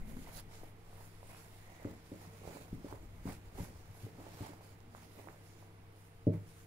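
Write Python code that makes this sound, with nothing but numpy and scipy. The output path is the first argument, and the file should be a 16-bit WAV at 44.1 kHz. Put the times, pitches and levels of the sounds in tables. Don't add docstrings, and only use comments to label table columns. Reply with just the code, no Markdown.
import sys
import numpy as np
from scipy import signal
from scipy.fft import rfft, irfft, next_fast_len
from scipy.io import wavfile
from scipy.ndimage import uniform_filter1d, map_coordinates

SR = 44100
rng = np.random.default_rng(int(sys.argv[2]) if len(sys.argv) > 2 else 0)


def volts_from_decibels(level):
    exponent = np.asarray(level, float) / 20
    return 10 ** exponent


def wrap_up_sound(samples):
    columns = np.atleast_2d(samples).T
    tamed = np.clip(columns, -1, 1)
    steps = np.round(tamed * 32767).astype(np.int16)
    wavfile.write(sys.argv[1], SR, steps)


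N = 293706

# fastest moment in s, hiss in dB, rise in s, fall in s, sheen in dB.
STROKE_EVENTS = [(.1, -66.5, 0.033, 0.099, 0), (.26, -61, 0.12, 0.19, -2), (.352, -58.5, 0.035, .03, 1.5),
                 (0.396, -50, 0.037, 0.016, 0), (.55, -59, 0.049, 0.059, -3),
                 (.65, -67.5, 0.07, 0.067, -0.5), (.97, -67, 0.14, 0.65, -3),
                 (1.047, -64.5, 0.11, 0.041, -0.5), (1.35, -63.5, 0.15, 0.28, -1.5),
                 (1.75, -66, 0.2, 0.52, -5), (2.2, -65, 0.21, 0.44, -2.5), (2.53, -59.5, 0.089, .12, -4),
                 (2.9, -66, 0.085, 0.064, -16), (2.7, -71, .3, .7, -3.5), (3.3, -54.5, 0.055, 0.063, -3),
                 (3.62, -56, 0.058, 0.069, -0.8), (3.8, -66.5, 0.51, 0.11, -4.5),
                 (4.04, -63.5, 0.14, .08, -1.5), (4.42, -58, 0.26, .12, -5),
                 (4.68, -65.5, 0.11, 0.072, -2.5), (5.02, -64.5, 0.1, 0.1, -2.5),
                 (5.18, -66, 0.09, 0.14, 0), (5.55, -68, 0.6, 0.16, -3), (6, -72, 0.076, 0.16, 1.5),
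                 (6.6, -64.5, 0.18, 0.065, -0.5)]
# frequency in Hz, density in dB per Hz.
FIBRE_SPECTRUM = [(880, -6), (1500, 0), (2380, -3), (2900, -4.5), (4460, -5), (4680, -4), (6170, -6),
                  (6870, -3.5), (7880, -7), (13100, -15.5), (15700, -12.5)]
# time in s, left-right difference in dB.
HAND_PATH = [(0, -20), (.22, -2.5), (.35, -6), (.55, -2), (.78, -5), (1.3, -4), (2.3, -3), (2.52, -9.5),
             (2.65, -7), (3.3, -4), (4.06, -3.5), (4.6, -4.5), (5.17, -6), (5.6, -5), (5.95, -3),
             (6.66, -1.5)]
# tightest moment in s, crumple in dB, rise in s, fall in s, scuff over it in dB.
CRUMPLE_EVENTS = [(.1, -62.5, 0.35, 0.27, -0.5), (.3, -53.5, 0.036, 0.014, -0.5),
                  (.39, -54, 0.098, .02, -16), (.54, -60.5, 0.072, 0.035, -3), (0.631, -59, .07, 0.11, -4),
                  (1.05, -61, 0.27, 0.062, -18), (1.31, -59, 0.025, 0.15, -2), (1.739, -73, 0.17, 0.14, 7),
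                  (1.91, -59, 0.6, 0.09, -3), (2.17, -59.5, 0.12, 0.78, -5), (2.47, -57.5, 0.037, 0.31, -9),
                  (2.59, -70, .2, .14, -6), (2.95, -53.5, 0.13, 0.018, -12), (3.17, -65.5, 0.12, 0.93, -2),
                  (3.295, -50, 0.042, 0.041, -1.5), (3.6, -53, 0.05, 0.082, -4),
                  (3.97, -65, 0.26, .8, -1.5), (4.21, -58, 0.043, 0.5, -9),
                  (4.45, -51.5, 0.041, 0.075, -6.5), (4.97, -65, 0.062, 0.21, -2),
                  (5.19, -59, 0.038, 0.068, 0), (5.3, -60.5, 0.035, 0.068, -12), (5.4, -71, 0.11, 1, -24),
                  (6.34, -57, 0.022, 0.048, -3)]
# frequency in Hz, density in dB per Hz.
FOLD_SPECTRUM = [(250, -5.5), (400, -12), (650, -4), (950, -6), (1150, -11), (2500, -26)]
# start in s, peak in dB, snap length in ms, left-right difference in dB.
SNAP_EVENTS = [(.099, -47, 1.8, -3), (.168, -44, 1, -3), (.272, -52, 1.4, -3), (0.29, -47, 1.6, -4),
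               (0.531, -48.5, 1.24, -4.5), (0.633, -44, 1.8, -1), (0.928, -45.5, 1.46, 3),
               (1.031, -55, 1.5, -4), (1.229, -43, 1.54, -6), (1.346, -44, 0.91, -8), (1.685, -56, 3.2, 1),
               (1.798, -48, 1.9, -5.5), (1.822, -49, 2.1, -9), (1.845, -41, 0.91, 0),
               (2.251, -50, 1.2, -10), (2.417, -46.5, 3.1, -8), (2.443, -51, 1.2, -10),
               (2.452, -43.5, 1.9, -10), (2.475, -37, 1.94, -11), (2.486, -47, 1.5, -10),
               (2.5, -51, 1.9, -4), (2.569, -44, 1.6, -14), (2.925, -39, 1.32, -16.5),
               (3.275, -43.5, 1.05, -17), (3.311, -43, 1.9, -10), (3.54, -54, 3.2, -2),
               (3.555, -52, 1.1, -2), (3.585, -42, 1.6, -12), (3.595, -40, 1.8, -8), (3.649, -50, 1.1, -13),
               (3.759, -50, 1.4, -3), (4.2, -45.5, 1.9, -11), (4.266, -41, 1.76, -8.5), (4.39, -48, 1.3, 2),
               (4.442, -49, 1.3, -6), (4.533, -48, 1.4, -10), (4.608, -44, 1.5, -1),
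               (4.803, -51.5, 0.19, -14), (4.948, -38, 1.12, -3), (5.196, -44.5, 1.7, -10),
               (5.272, -41, 1.4, -9), (5.285, -43, 0.78, -18), (5.344, -50, 1.9, -5),
               (5.625, -47.5, 1.35, -6), (5.675, -52.5, 1.6, -6), (6.602, -63, 1, 0.5)]
# middle in s, peak in dB, pitch in Hz, length in ms.
SQUEAK_EVENTS = [
    (.266, -54, 2020, 6),
    (1.306, -57, 2180, 10),
    (2.552, -60, 2300, 12),
    (4.437, -52.5, 873, 20),
    (6.335, -60, 2300, 10),
]
# middle in s, level in dB, band centre in Hz, half length in s.
RUB_EVENTS = [
    (0.099, -56, 227, 0.093),
    (0.186, -53, 250, .06),
    (0.122, -71, 2050, 0.23),
    (1.341, -68, 2520, 0.083),
    (1.77, -67.5, 1940, 0.19),
    (2.499, -67.5, 2420, 0.14),
    (4.958, -64, 231, 0.14),
]
# start in s, peak in dB, boom in dB, contact time in ms, ring in dB.
KNOCK_EVENTS = [(.166, -43, -7, 4.8, -10), (.63, -46, -16, 3.2, -27), (1.8483, -28, -3.5, 3.26, -13),
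                (2.1155, -33, -6, 3.4, -10.5), (2.272, -43, 6, 6, -20), (2.472, -43, 3, 7, -15),
                (2.547, -41, -11, 3.3, -8), (2.7265, -30, -3, 5.2, -11.5), (2.8425, -32.5, -30, 3.26, -12),
                (2.923, -35.5, -1, 2.34, -16), (3.2528, -29, 1, 4.2, -17), (3.275, -38, 0, 3.5, -7),
                (3.585, -37, -11.5, 3.7, -11), (3.6025, -31, 4, 8.7, -19), (3.614, -38, -2, 5.7, -24),
                (3.889, -50.5, 11, 6.5, -10.5), (4.031, -42, 8, 4.9, -6.5), (4.063, -40, -7, 2.84, -22.5),
                (4.182, -49.5, -11, 3.1, 1.5), (4.4045, -35.5, 2, 3.14, -9), (4.4905, -41.5, -25, 3.24, -8)]
# start in s, peak in dB, boom in dB, contact time in ms, ring in dB.
PALM_EVENTS = [
    (6.2665, -19, -1, 3.05, -9),
    (6.2735, -22, -1, 4.2, -30),
    (6.2825, -24.5, -3, 5, -32),
    (6.3295, -38, -3, 4.1, -23),
    (6.3502, -35, -1, 6.7, -20),
]
# start in s, peak in dB.
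REPEAT_EVENTS = [(1.856, -47), (1.869, -56), (1.888, -45.5), (1.909, -42.5), (1.927, -49), (2.126, -53),
                 (2.135, -45), (2.157, -47), (2.7453, -37), (2.765, -44), (2.778, -42), (2.785, -61),
                 (3.263, -42), (3.285, -33.5), (3.294, -51), (3.631, -41), (4.418, -39.5), (4.52, -50.5)]
# mode in Hz, level in dB, decay t60 in s.
FREE_MODES = [(103, 3.5, 0.58), (126, 7.5, 0.08), (153.7, -1, 0.59), (171.5, -1.5, 0.62)]
# mode in Hz, level in dB, decay t60 in s.
LOADED_MODES = [(102.7, 7.5, 0.35), (125, 6, 0.19), (165, -6.5, 0.28), (184, -6, 0.22)]
# mode in Hz, level in dB, decay t60 in s.
PANEL_MODES = [(236, -27, 0.29), (276.3, -1.5, 0.23), (313, 0.5, 0.37), (353, -10, 0.5), (396, -18, 0.35),
               (463, -4.5, 0.39), (539, -6, 0.28), (592, -0.5, 0.2), (642, -3, 0.4), (900, -7, 0.15)]
# peak in s, level in dB, rise in s, fall in s.
SWAY_EVENTS = [(.24, -51, 0.66, 0.016), (.43, -58, 0.1, 0.058), (1.2, -57, 0.059, 0.053),
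               (1.87, -59, 0.36, 0.4), (2.49, -53, 0.11, 0.025), (2.74, -41, 0.023, 0.039),
               (3, -51, 0.039, 0.091), (3.3, -48.5, 0.61, 0.11), (3.47, -47.5, .03, 0.02),
               (3.6, -43.5, 0.059, 0.033), (3.7, -52.5, .05, 0.32), (4.04, -68, .1, .13),
               (4.21, -55.5, 0.066, 0.11), (4.75, -60, 0.073, 0.69), (5.84, -55, 0.049, 0.044),
               (6.3, -60.5, 0.28, .8)]
# peak in s, level in dB, rise in s, fall in s, depth from 0 to 1.
GROAN_EVENTS = [(.19, -52.5, 0.85, 0.13, 0.95), (.43, -62, 0.41, 0.38, 0.9), (.65, -67, .3, .2, 1),
                (1.28, -69, 0.69, 0.59, 0.5), (1.87, -73, 0.7, 0.17, 0.8), (2.09, -62, 0.11, 0.097, 1),
                (2.49, -52.5, 0.059, 0.073, 0.1), (2.63, -58.5, 0.38, 0.071, 0.55),
                (3.04, -56, 0.039, 0.36, 1), (3.47, -64, .06, 0.092, 0.7), (3.6, -51.5, 0.056, 0.041, 0.4),
                (3.7, -57, 0.046, 0.12, 0.6), (4.04, -56, 0.03, 0.1, 0.75), (4.21, -55.5, 0.11, 0.3, 0.6),
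                (4.6, -67, .45, 0.48, 0.2), (5.19, -55.5, 0.075, 0.24, 0.17), (5.69, -62.5, 0.21, 0.047, 0),
                (6.29, -69, 0.2, .6, 0.4)]
# time in s, level in dB.
DRAUGHT_LEVEL = [(0, -39.5), (.1, -47.5), (.3, -51.5), (1, -57), (2.5, -72), (3.2, -64), (4.2, -74),
                 (6.66, -65)]
# frequency in Hz, t60 in s.
WALL_DECAY = [(150, 0.29), (600, 0.37), (3000, 0.19), (10000, 0.19)]
# frequency in Hz, density in dB per Hz.
AIR_SPECTRUM = [(178, -26), (209, -20), (452, -26), (612, -35), (683, -17.5), (1650, -24.5), (2290, -25.5),
                (6330, -39), (10700, -41), (15700, -42)]
# centre in Hz, width in Hz, level in dB.
DRONE_BANDS = [(113, 17.4, -10.5), (328, 14, -15.5), (454.8, 7.6, -9), (676, 12, -21)]
# pitch in Hz, level in dB.
MAINS_TONES = [(99.9, -59.5), (164, -68)]
# frequency in Hz, left-right likeness from 0 to 1.
PORT_LIKENESS = [(30, 0.94), (55, 0.99), (200, 0.96), (350, 0.85), (600, 0.61), (1000, 0.39), (2000, 0.18),
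                 (4000, 0.09)]
# frequency in Hz, left-right difference in dB.
PORT_BALANCE = [(25, 2.6), (60, 2), (150, 2), (330, 1), (500, -4.5), (800, -4.5), (1800, -3.5),
                (4200, -0.5), (6000, -3.5), (15000, -4.5)]
# frequency in Hz, gain in dB.
LEFT_CAVITY = [(5500, -1.5), (6900, -3), (7700, -3), (8300, -4), (8900, 3), (9400, 1), (10200, -7),
               (12000, -6), (14800, -6), (15500, -9)]
# frequency in Hz, gain in dB.
RIGHT_CAVITY = [(5500, -1), (6200, -3), (6900, -1.5), (8500, -3.5), (10000, -3.5), (10800, -1),
                (12000, -3.5), (13200, 1), (14000, -3.5), (15300, 0.5)]
# frequency in Hz, phase in radians.
HOUSING_PHASE = [(450, 0.15), (800, 0.75), (1200, 1.2), (1700, 0.84), (2800, 0)]

STILL_HISS_DB, STILL_SHEEN_DB, STILL_CRUMPLE_DB = -78, -79, -77
STILL_SCUFF_DB, STILL_SWAY_DB, STILL_GROAN_DB = -79, -69, -68
ROUND, STROKE_ROUND = 1.38, 2.1


def strokes():
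    _, hiss_db, _, _, sheen_db = np.transpose(STROKE_EVENTS)
    catch = volts_from_decibels(1.35 * wobble(30) - 0.5)
    fibre_noise = rush(lambda f: volts_from_decibels(along(FIBRE_SPECTRUM, f)), grain_db=1.5, grain_hz=398.3)
    hiss = swell(STROKE_EVENTS, hiss_db, STILL_HISS_DB, STROKE_ROUND) * catch * fibre_noise
    sheen_noise = rush(peak(10570, 3400), grain_db=1.5, grain_hz=376.0)
    sheen_gain = swell(STROKE_EVENTS, hiss_db + 1.93 * sheen_db, STILL_SHEEN_DB, STROKE_ROUND)
    sheen = sheen_gain * catch * sheen_noise
    return sides(curves(HAND_PATH)[0] + 3.4) * patchy(hiss + sheen, depth_db=1.55)


def folds():
    _, crumple_db, _, _, scuff_db = np.transpose(CRUMPLE_EVENTS)
    dull_noise = rush(lambda f: volts_from_decibels(along(FOLD_SPECTRUM, f)), grain_db=3.0, grain_hz=140)
    crumple = swell(CRUMPLE_EVENTS, crumple_db, STILL_CRUMPLE_DB) * dull_noise
    scuff_noise = rush(lambda f: peak(2100, 750)(f) ** 2, grain_db=1.5, grain_hz=151.0)
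    scuff = swell(CRUMPLE_EVENTS, crumple_db + scuff_db - 7.0, STILL_SCUFF_DB) * scuff_noise
    snaps = np.zeros((2, N + SR))
    t = np.arange(SR // 40) / SR
    for s, db, snap_ms, pan_db in SNAP_EVENTS:
        hz = 1000 / snap_ms
        direct = wavelet(t - .0018, hz, lean=-0.1015)
        off_top = 0.044 * wavelet(t - .0037, hz, lean=-0.81)
        snaps[:, round(s * SR):][:, :len(t)] += volts_from_decibels(db + 1.5) * sides(pan_db + 3.0)[:, None] * (direct + off_top)
    snaps = snaps[:, :N]
    return crumple + scuff + snaps + volts_from_decibels(-6.0) * walls(snaps.mean(axis=0))


def squeaks():
    t = np.arange(N) / SR
    out = np.zeros(N)
    for s, db, hz, length_ms in SQUEAK_EVENTS:
        fade = np.exp(-((t - s) * 2000 / length_ms) ** 2)
        out += volts_from_decibels(db) * fade * np.sin(2 * np.pi * hz * t)
    return out


def rubs():
    out = np.zeros((2, N + SR))
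    t = np.arange(SR) / SR - .5
    f = np.fft.rfftfreq(SR, 1 / SR)
    for s, db, hz, half_s in RUB_EVENTS:
        band = peak(hz, 0.24 * hz)(f) ** 2
        one, other = irfft(rfft(rng.standard_normal((2, SR))) * band, SR)
        turn = port_angle(hz)
        pair = unit(np.cos(turn) * one + np.sin(turn) * other * np.array([[1], [-1]]))
        out[:, round(s * SR):][:, :SR] += volts_from_decibels(db) * np.exp(-(t / half_s) ** 2) * pair
    return out[:, SR // 2:][:, :N]


def table():
    thump = blows(PALM_EVENTS, FREE_MODES, damping=0.61, scatter_db=0.9, lean=-1.36, rebound=.05)
    knocks = blows(KNOCK_EVENTS, LOADED_MODES, damping=0.46, scatter_db=2.0, lean=-0.33, rebound=0.27)
    settle = [(s, db, -3, 5.16, -18) for s, db in REPEAT_EVENTS]
    knocks = knocks + blows(settle, LOADED_MODES, damping=0.76, scatter_db=2.0, lean=-0.96, rebound=0.083)
    struck = thump + volts_from_decibels(-11) * walls(thump) + knocks + volts_from_decibels(-7.5) * walls(knocks)
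    return struck + sway() + groan() + draught()


def blows(rows, boom, damping, scatter_db, lean, rebound):
    top = np.zeros(N + SR)
    t = np.arange(int(damping * SR / 2)) / SR
    chances = scatter_db * rng.standard_normal((40, len(boom + PANEL_MODES), 2))
    for (s, db, boom_db, contact_ms, ring_db), chance in zip(rows, chances):
        hz = 1000 / contact_ms
        modes = [(f, level + boom_db, t60) for f, level, t60 in boom] + PANEL_MODES
        ring = np.zeros(len(t))
        for k, ((f, level, t60), (a, b)) in enumerate(zip(modes, chance)):
            decay = volts_from_decibels(level + a - 60 * t / (t60 * damping))
            ring += (-1) ** k * decay * np.sin(2 * np.pi * f * (1 + 0.01 * b) * t)
        contact = np.exp(-(np.arange(-3, 3, 5.37 * hz / SR)) ** 2)
        ring = signal.fftconvolve(ring, contact / contact.sum())[:len(t)]
        push = wavelet(t - .0045, hz, lean)
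        bounce = rebound * wavelet(t - .0045 - 1 / hz, hz, lean)
        top[round(s * SR):][:len(t)] += volts_from_decibels(db) * (volts_from_decibels(ring_db) * ring + push + bounce)
    return top[:N]


def sway():
    shape = [(15, 0.0), (28, 0.0), (70, 0.5), (95, -3.5), (130, -45.5)]  # (Hz, dB)
    gain = swell(SWAY_EVENTS, np.transpose(SWAY_EVENTS)[1] - 2.4, STILL_SWAY_DB)
    return gain * rush(lambda f: volts_from_decibels(along(shape, f)))


def groan():
    _, groan_db, _, _, depth = np.transpose(GROAN_EVENTS)
    share = np.clip(depth, .01, .99)
    deep, shallow = (rush(lambda f: peak(hz, .9 * hz)(f) ** 2, grain_db=1.5, grain_hz=43.2) for hz in (150, 340))
    whole = swell(GROAN_EVENTS, groan_db + 10 * np.log10(share), STILL_GROAN_DB) * deep
    panels = swell(GROAN_EVENTS, groan_db + 10 * np.log10(1 - share), STILL_GROAN_DB) * shallow
    return (whole + panels) * volts_from_decibels(-2.0)


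def draught():
    return volts_from_decibels(curves(DRAUGHT_LEVEL)[0]) * rush(lambda f: peak(14, 16)(f) ** 2)


def walls(x):
    hz, t, z = signal.stft(rng.standard_normal((2, SR // 2)), SR, nperseg=256)
    turn = port_angle(hz)[:, None]
    mid, side = np.cos(turn) * z[0], np.sin(turn) * z[1]
    z = np.array([mid + side, mid - side])
    tail = signal.istft(z * volts_from_decibels(-60 * t / along(WALL_DECAY, hz)[:, None]), SR, nperseg=256)[1]
    late = np.pad(x, (300, 0))[None]
    return signal.fftconvolve(late, tail / np.linalg.norm(tail[0]), axes=1)[:, :N]


def room():
    air = rush(lambda f: volts_from_decibels(along(AIR_SPECTRUM, f)) * (f > 200)) * volts_from_decibels(-67)
    t = np.arange(N) / SR
    mains = sum(np.sqrt(2) * volts_from_decibels(db + 1.7 * wobble(8.3)) * np.sin(2 * np.pi * hz * t) for hz, db in MAINS_TONES)

    def bands(f):
        return np.sqrt(sum((volts_from_decibels(db) * peak(hz, width_hz)(f)) ** 2 for hz, width_hz, db in DRONE_BANDS))
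    return air + mains + volts_from_decibels(-66) * rush(bands)


def swell(rows, db, still_db, top=ROUND):
    s, rise_s, fall_s = (np.array([row[k] for row in rows])[:, None] for k in (0, 2, 3))
    coarse = np.arange(0, N, 64)
    late = coarse / SR - s
    off = np.where(late < 0, -late / np.abs(rise_s), late / np.abs(fall_s))
    power = (volts_from_decibels(np.asarray(db)[:, None] - 10 * off ** top) ** 2).sum(axis=0) + volts_from_decibels(still_db) ** 2
    return np.interp(np.arange(N), coarse, np.sqrt(power))


def rush(gain, grain_db=0, grain_hz=300):
    grain = volts_from_decibels(grain_db * np.clip(wobble(grain_hz), -3, 2)) if grain_db else 1
    pair = rng.standard_normal((2, N)) * grain

    def response(hz):
        turn = port_angle(hz)
        return gain(hz) * [np.cos(turn), np.sin(turn)]
    mid, side = filtered(pair, response)
    return unit(np.array([mid + side, mid - side]))


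def patchy(x, depth_db):
    z = signal.stft(x, nperseg=512)[2]
    field = uniform_filter1d(rng.standard_normal(z.shape[1:]), size=14, axis=0)
    field = uniform_filter1d(field, size=16, axis=1)
    return signal.istft(z * volts_from_decibels(depth_db * unit(field)), nperseg=512)[1][:, :N]


def wavelet(t, hz, lean):
    u = np.pi * hz * t
    return (1 - 2 * u * u - lean * u) * np.exp(-u * u)


def peak(hz, width_hz):
    return lambda f: f * width_hz / np.hypot(hz * hz - f * f, f * width_hz)


def port_angle(hz):
    return np.arccos(np.clip(along(PORT_LIKENESS, hz), 0, 1)) / 2


def sides(db):
    return volts_from_decibels(np.array([db / 2, -db / 2]))


def filtered(x, response):
    m = next_fast_len(N + SR // 10)
    return irfft(rfft(x, m) * response(np.fft.rfftfreq(m, 1 / SR)), m)[..., :N]


def wobble(rate):
    knots = rng.standard_normal(int(N * rate / SR) + 4)
    return map_coordinates(knots, [np.arange(N) * rate / SR])


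def curves(rows):
    s, *cols = np.transpose(rows)
    return [np.interp(np.arange(N) / SR, s, c) for c in cols]


def along(points, hz):
    f, v = np.transpose(points)
    return np.interp(np.log(hz + 1), np.log(f + 1), v)


def unit(x):
    return x / np.sqrt(np.mean(x ** 2) + 1e-20)


def scene():
    return strokes() + folds() + squeaks() + rubs() + table() + room()


def band_limit(x):
    return signal.sosfilt(signal.butter(12, 15820, fs=SR, output="sos"), x)


def record(dry):
    def response(hz):
        phase = np.pi * hz * 4 / SR + along(HOUSING_PHASE, hz) / 2
        lag = np.exp(-1j * phase * np.array([[1], [-1]]))
        cavities = volts_from_decibels([along(LEFT_CAVITY, hz), along(RIGHT_CAVITY, hz)])
        return sides(along(PORT_BALANCE, hz)) * cavities * (hz < 15750) * lag
    ports = filtered(dry, response) - .0002
    return band_limit(ports)


dry = scene()
out = record(dry)
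wrap_up_sound(out)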